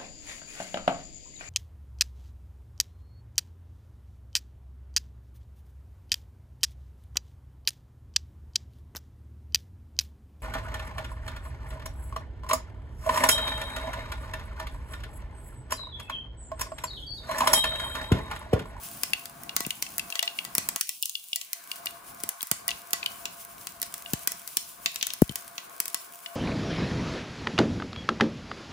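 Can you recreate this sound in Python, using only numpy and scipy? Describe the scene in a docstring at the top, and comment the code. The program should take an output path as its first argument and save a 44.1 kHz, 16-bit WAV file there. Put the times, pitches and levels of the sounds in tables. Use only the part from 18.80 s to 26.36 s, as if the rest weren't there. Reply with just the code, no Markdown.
"""Mustard seeds spluttering in hot ghee

A small frying pan on a gas hob, heard close up through a phone in a kitchen.
Seeds burst with sharp noise cracks that ring the pan's modes; puffs of air are low swings that sag in pitch.
Flung bits land with pitched ticks. The fat sizzles as hiss plus grains, stirred for a moment by larger bursts.
Shaped noise makes the burner's soft roar, and the room adds a short bright tail.
Now and then the low end thins out and comes back."""
import sys
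import numpy as np
from scipy import signal
from scipy.fft import rfft, irfft
from scipy.io import wavfile
from scipy.ndimage import uniform_filter1d

SR = 44100
rng = np.random.default_rng(int(sys.argv[2]) if len(sys.argv) > 2 else 0)


def wav_out(sig):
    """Save sig, one row per channel (or a flat mono array), as 16-bit PCM at SR to the path in sys.argv[1]."""
    wavfile.write(sys.argv[1], SR, np.round(np.clip(np.atleast_2d(sig).T, -1, 1) * 32767).astype(np.int16))


N = 333197
TIME = np.arange(N) / SR  # s
HIT = np.arange(int(.04 * SR)) / SR  # clock of one short sound, s
MS = SR / 1000  # samples in a millisecond


# layers of a burst re its crack level, before its brightness tilts them; send to the room
BODY_DB, TOP_DB, POP_ROOM_DB = -7.5, 2, -5


def pops(low_db=-8, lead_s=.0004, dull_db_per_octave=32, air_db=-3, sheen_db=-4):
    """Seed coats split with a crack and ring the pan; returns the near sound and the send to the room."""
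    near, far = np.zeros((2, 2, N))
    for s, db, bright_db, pan_db, ring_db in seeds():
        body_db, top_db = BODY_DB - bright_db, TOP_DB + bright_db
        body = crack(2470, 4410, decay_s=0.00034, alike=0.047)
        low = undb(low_db) * crack(846, 2620, decay_s=0.00018, alike=0.083)
        # a slower burst loses its top, and its snap sits lower too
        snap_hz = max(9000 * 2 ** (min(top_db, 0) / dull_db_per_octave), 5600)
        snap = crack(4610, snap_hz, decay_s=0.00057, alike=0.51)
        sheen = crack(9000, 12000, decay_s=.0003, alike=.7, rise_s=.0003, scatter_db=-22)
        air = crack(12500, 16500, decay_s=.0003, alike=.7, rise_s=.0003, scatter_db=-22)
        top = undb(sheen_db) * sheen + undb(air_db) * air
        # the middle of the spectrum favours one microphone; the top reaches both alike
        middle = (low + undb(body_db) * body + snap) * sides(pan_db)
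        burst = middle + undb(top_db) * top
        add(near, s - lead_s, undb(db) * burst)
        add(near, s, undb(db + ring_db) * pan_ring())
        add(far, s - lead_s, undb(db + POP_ROOM_DB) * burst)
    return near, far


# larger bursting seeds: (time [s], crack level [dB], brightness [dB], left minus right [dB],
# pan ring re crack [dB]); brightness lifts the top and lowers the body by as much
BURSTS = [(0.234, -17, -0.5, 5, -28), (0.4563, -30.5, -1.5, 8, -23), (0.7646, -14.5, -1, 0, -21),
          (0.8053, -22.5, -1.5, 4, -14), (0.865, -28, 3, 4, -25), (1.0245, -18.5, -2, 2, -28),
          (1.1812, -23.5, 5.5, 6, -21), (1.3019, -29.0, -4.5, 8, -31), (1.355, -24, -8.5, 8, -11),
          (1.4275, -18.5, -7, 8, -11.5), (1.6497, -27.5, -3.5, 6, -19), (1.7512, -19, 3.5, 1, -32),
          (1.7813, -14.5, -1, 6, -25), (1.8885, -18, 1.5, 2, -37), (1.9604, -20.5, -0.5, 2, -15.5),
          (2.0107, -16, 0, 5, -35), (2.0921, -20.5, -0.5, 6, -14), (2.226, -20, 2, 2, -22),
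          (2.2564, -21.5, -1, 8, -25), (2.2952, -25, -1.5, 4, -28), (2.5593, -19.5, 1, 11, -11.5),
          (2.6131, -28, -6.5, 4, -13), (2.7314, -22, 1.5, 11, -42), (3.0584, -27, 4, 11, -15),
          (3.436, -24, 2, 5, -22), (3.4906, -22.5, 5, 4, -37), (3.6183, -32, 3, 2, -30),
          (3.629, -26, 6, 2, -34), (3.714, -14.5, 1, -2, -20.5), (3.8801, -20.0, 4.5, 16, -12.5),
          (3.9065, -27, -9.5, 2, -21), (4.1322, -14, -1.5, 0, -16.5), (4.455, -23.5, -8, 5, -22.5),
          (4.8702, -26.5, -3.5, 3, -21), (5.017, -25, 4.5, -4, -23), (5.028, -22, -1, 4, -30),
          (5.1404, -26.5, 0.5, 1, -35), (5.3344, -19, 0.5, 3.5, -34), (5.474, -15.5, 2, 2, -23.5),
          (5.5193, -26, 2, 4, -36), (5.676, -29.5, 1, 5, -38), (5.77, -14.5, 0.5, 8.5, -42),
          (6.0595, -16.5, -11, 5, -19), (6.159, -23, -6.5, 2, -35), (6.211, -30.5, -14.5, 2, -28),
          (6.2274, -16.5, -9, 9, -25), (6.2685, -20.5, -1.5, 13, -27), (6.3037, -29, -12, 8, -23),
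          (6.336, -25.5, 1, 1, -33), (6.4188, -26.5, 7, 6, -28), (6.5571, -23, 2.5, 0.5, -30),
          (6.78, -28, -11.5, -1, -17), (7.0018, -19, 4.5, 2, -32), (7.0562, -27.0, 0, 6, -25),
          (7.0801, -28, 3.5, 1, -28), (7.1446, -19, 0, 7, -22)]
# the smallest seeds: rate, mean level, largest scatter either way, pan ring re crack
SMALL_PER_S, SMALL_DB, SMALL_SPREAD_DB, SMALL_RING_DB = 2.2, -41, 4, -15.5


def seeds():
    """Larger seeds burst on cue and the smallest at random times; one row per burst."""
    count = int(SMALL_PER_S * N / SR)
    moment, size, bright, place = rng.random((count, 4)).T
    level = SMALL_DB + SMALL_SPREAD_DB * (2 * size - 1)
    small = [moment * N / SR, level, 6 * bright, 10 * place, np.full(count, SMALL_RING_DB)]
    return np.vstack([BURSTS, np.transpose(small)])


# resonant modes of the pan: (frequency [Hz], level [dB], decay by 60 dB [s])
PAN_MODES = [(684, -6, .13), (1110, -1, .11), (1965, 0, .13), (2751, -15, .1), (4134, -13, .09),
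             (4398, -9, .1), (5066, -11, .1)]


def pan_ring(spread_db=2):
    """The pan's modes; each burst sits somewhere else and weights them anew."""
    t = np.arange(SR // 4) / SR
    hz, db, t60 = np.transpose(PAN_MODES)[:, :, None]
    gains = undb(db + spread_db * rng.standard_normal((len(PAN_MODES), 1)))
    phase = rng.uniform(0, 2 * np.pi, (2, len(PAN_MODES), 1))
    decay = np.exp(-np.log(1000) * t / t60)
    return np.sum(gains * decay * np.sin(2 * np.pi * hz * t + phase), axis=1)


def crack(lo_hz, hi_hz, decay_s, alike, rise_s=0.00063, scatter_db=-18, scatter_s=0.0028):
    """A split-second noise burst in one band, trailed by its scatter off the pan wall and hob."""
    rise = (1 - np.exp(-HIT / rise_s)) ** 2
    fall = np.exp(-HIT / decay_s) + undb(scatter_db) * np.exp(-HIT / scatter_s)
    return blow(band(pair(len(HIT), alike) * rise * fall, lo_hz, hi_hz))


# flung seeds and drops landing: (time [s], ring level [dB], ring pitch [Hz], click re ring, before trim [dB])
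LANDINGS = [(0.3333, -13, 2730, -5.5), (0.693, -23.5, 2810, -10), (0.849, -26, 2760, -20),
            (0.9055, -18.5, 2880, -0.5), (1.065, -31.5, 2690, -5), (1.1948, -20.5, 2650, 1),
            (1.324, -23.5, 2720, -10), (1.3921, -14.5, 2895, -4.5), (1.477, -15.5, 2810, -28),
            (1.5878, -17.5, 2770, -15), (2.2316, -20.5, 2850, -16), (2.3527, -16.5, 2830, -16),
            (2.5306, -16.5, 2840, -10), (2.915, -22, 2830, -2.5), (3.0688, -19.5, 2830, -12),
            (3.6073, -30, 3340, 0), (3.8898, -20, 2890, -6), (3.9138, -24, 2740, -13),
            (4.2292, -21.5, 2530, -27), (4.2603, -16, 3010, -5.5), (5.2597, -30, 2840, -19),
            (6.4934, -27.5, 3090, -1), (7.4604, -25, 2920, -16)]


def ticks(swell_s=0.0015, upper_ratio=1.213, upper_db=-11, knock_db=-4, lag_s=0.0001, pan_db=5):
    """Small landings: a click, then a damped ring of a few cycles with a weaker partial above."""
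    out = np.zeros((2, N))
    t = HIT - np.array([[0], [lag_s]])  # the ring's phase lags on the right
    shape = HIT * np.exp(-HIT / swell_s)
    for s, db, hz, click_db in LANDINGS:
        phase = rng.uniform(0, 2 * np.pi, 2)
        ring = blow(shape * np.sin(2 * np.pi * hz * t + phase[0]))
        partial = blow(shape * np.sin(2 * np.pi * hz * upper_ratio * t + phase[1]))
        knock = undb(knock_db) * crack(2060, 4770, decay_s=0.00057, alike=0.022)
        click = undb(-1.5) * crack(2660, 12300, decay_s=0.0012, alike=0.16)
        click = click + undb(-17.5) * crack(6300, 12500, decay_s=0.0008, alike=1.0)
        landing = ring + undb(upper_db) * partial + knock + undb(click_db) * click
        add(out, s, undb(db) * landing * sides(pan_db))
    return out


# large puffs of steam that blow straight at the microphones: (time [s], level [dB], starting pitch [Hz])
STEAM_PUFFS = [(0.8061, -30.5, 600), (0.8684, -21, 380), (1.782, -26, 410), (3.4377, -29, 626),
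               (3.6315, -22, 533), (3.7163, -23, 357), (5.3354, -15, 346), (5.7724, -27.5, 500),
               (6.4209, 5.5, 426), (6.4963, -18.5, 277), (6.511, -26.5, 298)]
# every larger burst also pushes a little air: level re the crack, starting pitch
PUFF_DB, PUFF_HZ = -19, 648


def puffs(sag_cycles=1.4, rise_cycles=0.16, decay_cycles=1.57, wake_db=-26, wake_cycles=7,
          lag_s=0.00017, after_s=0.00092):
    """One push of air or steam swings back ever more slowly, reaching the left microphone first."""
    out = np.zeros((2, N))
    small = [(s + after_s, db + PUFF_DB, PUFF_HZ) for s, db, *_ in BURSTS]
    for s, db, hz in list(STEAM_PUFFS) + small:
        age = hz * np.maximum(HIT - np.array([[0], [lag_s]]), 0)  # in starting cycles
        swing = -np.sin(2 * np.pi * sag_cycles * np.log1p(age / sag_cycles))
        rise = 1 - np.exp(-age / rise_cycles)
        fall = np.exp(-age / decay_cycles) + undb(wake_db) * np.exp(-age / wake_cycles)
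        fade = 1 - (HIT / HIT[-1]) ** 2
        add(out, s - lag_s / 2, undb(db) * blow(swing * rise * fall * fade) * sides(6.2))
    return out


# spectrum of the sizzle: (frequency [Hz], relative level [dB per Hz])
FAT_SPECTRUM = [(1800, -8), (2700, 2), (4000, -3), (5200, 0), (8000, 2.5), (11000, 6), (12500, -1.5),
                (14000, 3.5), (15300, 11), (16500, -33)]


def sizzle(per_s=450, spread_db=10, grain_db=-7, hiss_db=0):
    """Countless tiny steam bubbles merge into a hiss; the larger ones stand out as grains."""
    bigness = np.minimum(rng.exponential(size=N), 4)
    sizes = undb(spread_db * bigness) * (rng.random(N) < per_s / SR)
    grains = pair(N, 1.0) * signal.fftconvolve(sizes, np.exp(-HIT / 0.0014))[:N]
    hiss = pair(N, 0.4) * undb(2.6 * walk(40))
    fat = undb(hiss_db) * unit(colour(hiss, FAT_SPECTRUM))
    fat = fat + undb(grain_db) * unit(colour(grains, FAT_SPECTRUM))
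    return fat * boil() * sides(1.0)


# the boil without its flares: (time [s], level [dB])
STEADY_BOIL = [(0, -44.5), (0.6, -51.5), (2.0, -46.5), (3.4, -51), (5.6, -48.5), (6.4, -51), (7.56, -50)]
# each larger burst stirs the fat: flare level re the crack, settling time
STIR_DB, SETTLE_S = -37, 0.2


def boil():
    """Strength of the sizzle: the underlying boil plus a flare that settles after each larger burst."""
    kicks = np.zeros(N)
    for s, db, *_ in BURSTS:
        kicks[int(s * SR)] += undb(db + STIR_DB) ** 2
    stirred = signal.lfilter([1], [1, -np.exp(-2 / (SETTLE_S * SR))], kicks)  # power
    steady = undb(np.interp(TIME, *np.transpose(STEADY_BOIL)))
    return np.sqrt(steady ** 2 + stirred)


# course of the flame's low rumble, before its trim and flutter: (time [s], level [dB])
RUMBLE_LEVEL = [(0, -54), (2.2, -53.5), (2.8, -64.5), (3.35, -57.5), (3.9, -60.5), (5.8, -59), (6.3, -60.5),
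                (6.9, -64), (7.56, -69)]
# spectra of the rumble, the roar and its upper part: (frequency [Hz], relative level [dB per Hz])
RUMBLE_SPECTRUM = [(20, -41), (45, -1.5), (110, -2.5), (190, 2), (280, -4), (450, -15), (800, -5)]
ROAR_SPECTRUM = [(150, -17), (350, -4.5), (580, -4.5), (820, -7.5), (1080, 9), (1320, -2), (1500, 4.5),
                 (1750, -4.5), (2200, -59)]
UPPER_SPECTRUM = [(1300, -4.5), (1800, -6), (2300, 1), (2800, -14), (4000, -8)]
# the air gap under the pan sings in the flame: (frequency [Hz], width [Hz], level re roar [dB])
GAP_TONE = (687, 8.1, -3.5)


def burner(rumble_db=1, roar_db=-51.5, upper_db=-7):
    """The gas flame flutters and roars as shaped noise, with a narrow-band tone under the pan."""
    low = undb(np.interp(TIME, *np.transpose(RUMBLE_LEVEL)))
    hz, width, tone_db = GAP_TONE
    tone = undb(tone_db) * unit(band(pair(N, 0.022), hz - width / 2, hz + width / 2, order=1))
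    flutter = undb(2 * walk(20))
    rumble = unit(colour(pair(N, 0.89), RUMBLE_SPECTRUM)) * undb(rumble_db) * flutter
    roar = unit(colour(pair(N, 0.025), ROAR_SPECTRUM))
    roar = roar + undb(upper_db) * unit(colour(pair(N, 0.048), UPPER_SPECTRUM))
    roar_gain = undb(roar_db + 1.4 * walk(8.6))
    return low * rumble + (roar + tone) * roar_gain * sides(3.1)


# spectrum of the room's tail: (frequency [Hz], relative level [dB per Hz])
ROOM_SPECTRUM = [(200, -32), (900, -7), (2000, 9.5), (3000, 8), (5000, 8), (8000, 6.5), (12000, 0.5),
                 (16000, -34)]
# decay by 60 dB, level of the tail
ROOM_T60_S, ROOM_DB = .34, -10


def kitchen(x, first_s=0.0036):
    """Tiles and hob throw back a short, dense tail, different for each direction and each microphone."""
    t = np.arange(SR // 2) / SR
    fade = np.exp(-np.log(1000) * t / ROOM_T60_S) * np.minimum(t / first_s, 1) ** 2
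    out = 0
    for direction in x:
        tail = colour(rng.standard_normal((2, len(t))), ROOM_SPECTRUM) * fade
        tail = tail / np.sqrt(np.sum(tail ** 2, axis=1, keepdims=True))
        out = out + signal.fftconvolve(direction[None], tail, axes=1)[:, :N]
    return undb(ROOM_DB) * out


# the low end thins out and comes back: (start [s], climb of the edge [s], hold [s], recovery [s],
# highest edge [Hz], depth [dB])
LOW_DIPS = [(0.856, 0.073, 0.11, 0.052, 1980, -3.5), (1.29, 0.068, 0.066, 0.29, 330, -20),
            (1.964, 0.24, 0.23, 0.59, 2420, -22.5), (2.544, .05, 0.32, 0.2, 110, -19),
            (3.477, 0.1833, .04, 0.021, 810, -19), (5.54, 0.27, 0.15, .03, 2480, -5.5),
            (6.069, 0.05, 0.38, 0.3, 1760, -4.5), (6.66, 0.16, 0.81, .1, 110, -10)]
# time for a dip to reach its depth; the edge follows this power of how far the climb has gone
DEPTH_RISE_S, EDGE_POWER = 0.022, 0.5


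def thin(x, size=512):
    """Each dip is a steep low shelf whose edge climbs, holds, then sinks away as the depth fades."""
    f, t, frames = signal.stft(x, SR, nperseg=size)
    for s, climb_s, hold_s, recovery_s, edge_hz, depth_db in LOW_DIPS:
        times = s + np.cumsum([0, climb_s, hold_s, recovery_s])
        edge = 1 + edge_hz * np.interp(t, times, [0, 1, 1, 0]) ** EDGE_POWER
        onset = np.clip((t - s) / DEPTH_RISE_S, 0, 1)
        depth = depth_db * onset * np.interp(t, times[2:], [1, 0])
        below = 1 / (1 + (f[:, None] / edge) ** 12)
        frames = frames * undb(depth * below)
    return signal.istft(frames, SR, nperseg=size)[1][:, :N]


def undb(db):
    """Decibels to gain."""
    return 10 ** (np.asarray(db) / 20)


def unit(x):
    """Scale to rms 1."""
    return x / np.sqrt(np.mean(x ** 2))


def blow(x):
    """Scale each channel of a short sound to the energy of one millisecond at rms 1."""
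    return x * np.sqrt(MS / np.sum(x ** 2, axis=-1, keepdims=True))


def band(x, lo_hz, hi_hz, order=3):
    """Causal band-pass."""
    edges = [lo_hz, min(hi_hz, SR / 2 - 1000)]
    return signal.sosfilt(signal.butter(order, edges, "band", fs=SR, output="sos"), x)


def colour(x, points):
    """Shape a sound by a spectrum of (Hz, dB) points, falling 12 dB per octave more beyond its ends."""
    hz, db = np.transpose(points)
    f = np.maximum(np.fft.rfftfreq(x.shape[-1], 1 / SR), 1)
    beyond = np.minimum(f / hz[0], 1) ** 2 * np.minimum(hz[-1] / f, 1) ** 2
    gain = beyond * undb(np.interp(np.log(f), np.log(hz), db))
    return irfft(rfft(x) * gain, x.shape[-1])


def pair(size, alike):
    """Noise at the two microphones, with the given correlation."""
    mid, side = rng.standard_normal((2, size))
    alike = np.clip(alike, 0, 1)
    return np.sqrt((1 + alike) / 2) * mid + np.sqrt((1 - alike) / 2) * side * np.array([[1], [-1]])


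def walk(rate):
    """Random levels held 1 / rate s, slewed twice and scaled to rms 1."""
    k = int(SR / rate)
    steps = np.repeat(rng.standard_normal(N // k + 1), k)
    return unit(uniform_filter1d(uniform_filter1d(steps, k), k)[:N])


def sides(pan_db):
    """Left and right gains of equal total power, from left minus right in dB."""
    return unit(undb(np.array([[pan_db], [-pan_db]]) / 2))


def add(out, s, sound):
    """Mix a sound in at time s."""
    i = max(int(s * SR), 0)
    out[:, i:i + sound.shape[-1]] += sound[..., :N - i]


def scene(tick_room_db=-9):
    """Pops and ticks excite the room; puffs, sizzle and flame stay dry, and the dips thin the whole mix."""
    near, far = pops()
    landings = ticks()
    room = kitchen(far + undb(tick_room_db) * landings)
    return thin(near + landings + puffs() + room + sizzle() + burner())


def record(dry):
    """The phone clips peaks at full scale and cuts the top with a steep low-pass at 16400 Hz."""
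    low_pass = signal.ellip(8, .2, 70, 16400, fs=SR, output="sos")
    return signal.sosfilt(low_pass, np.clip(dry, -1, 1))


dry = scene()
out = record(dry)
wav_out(out)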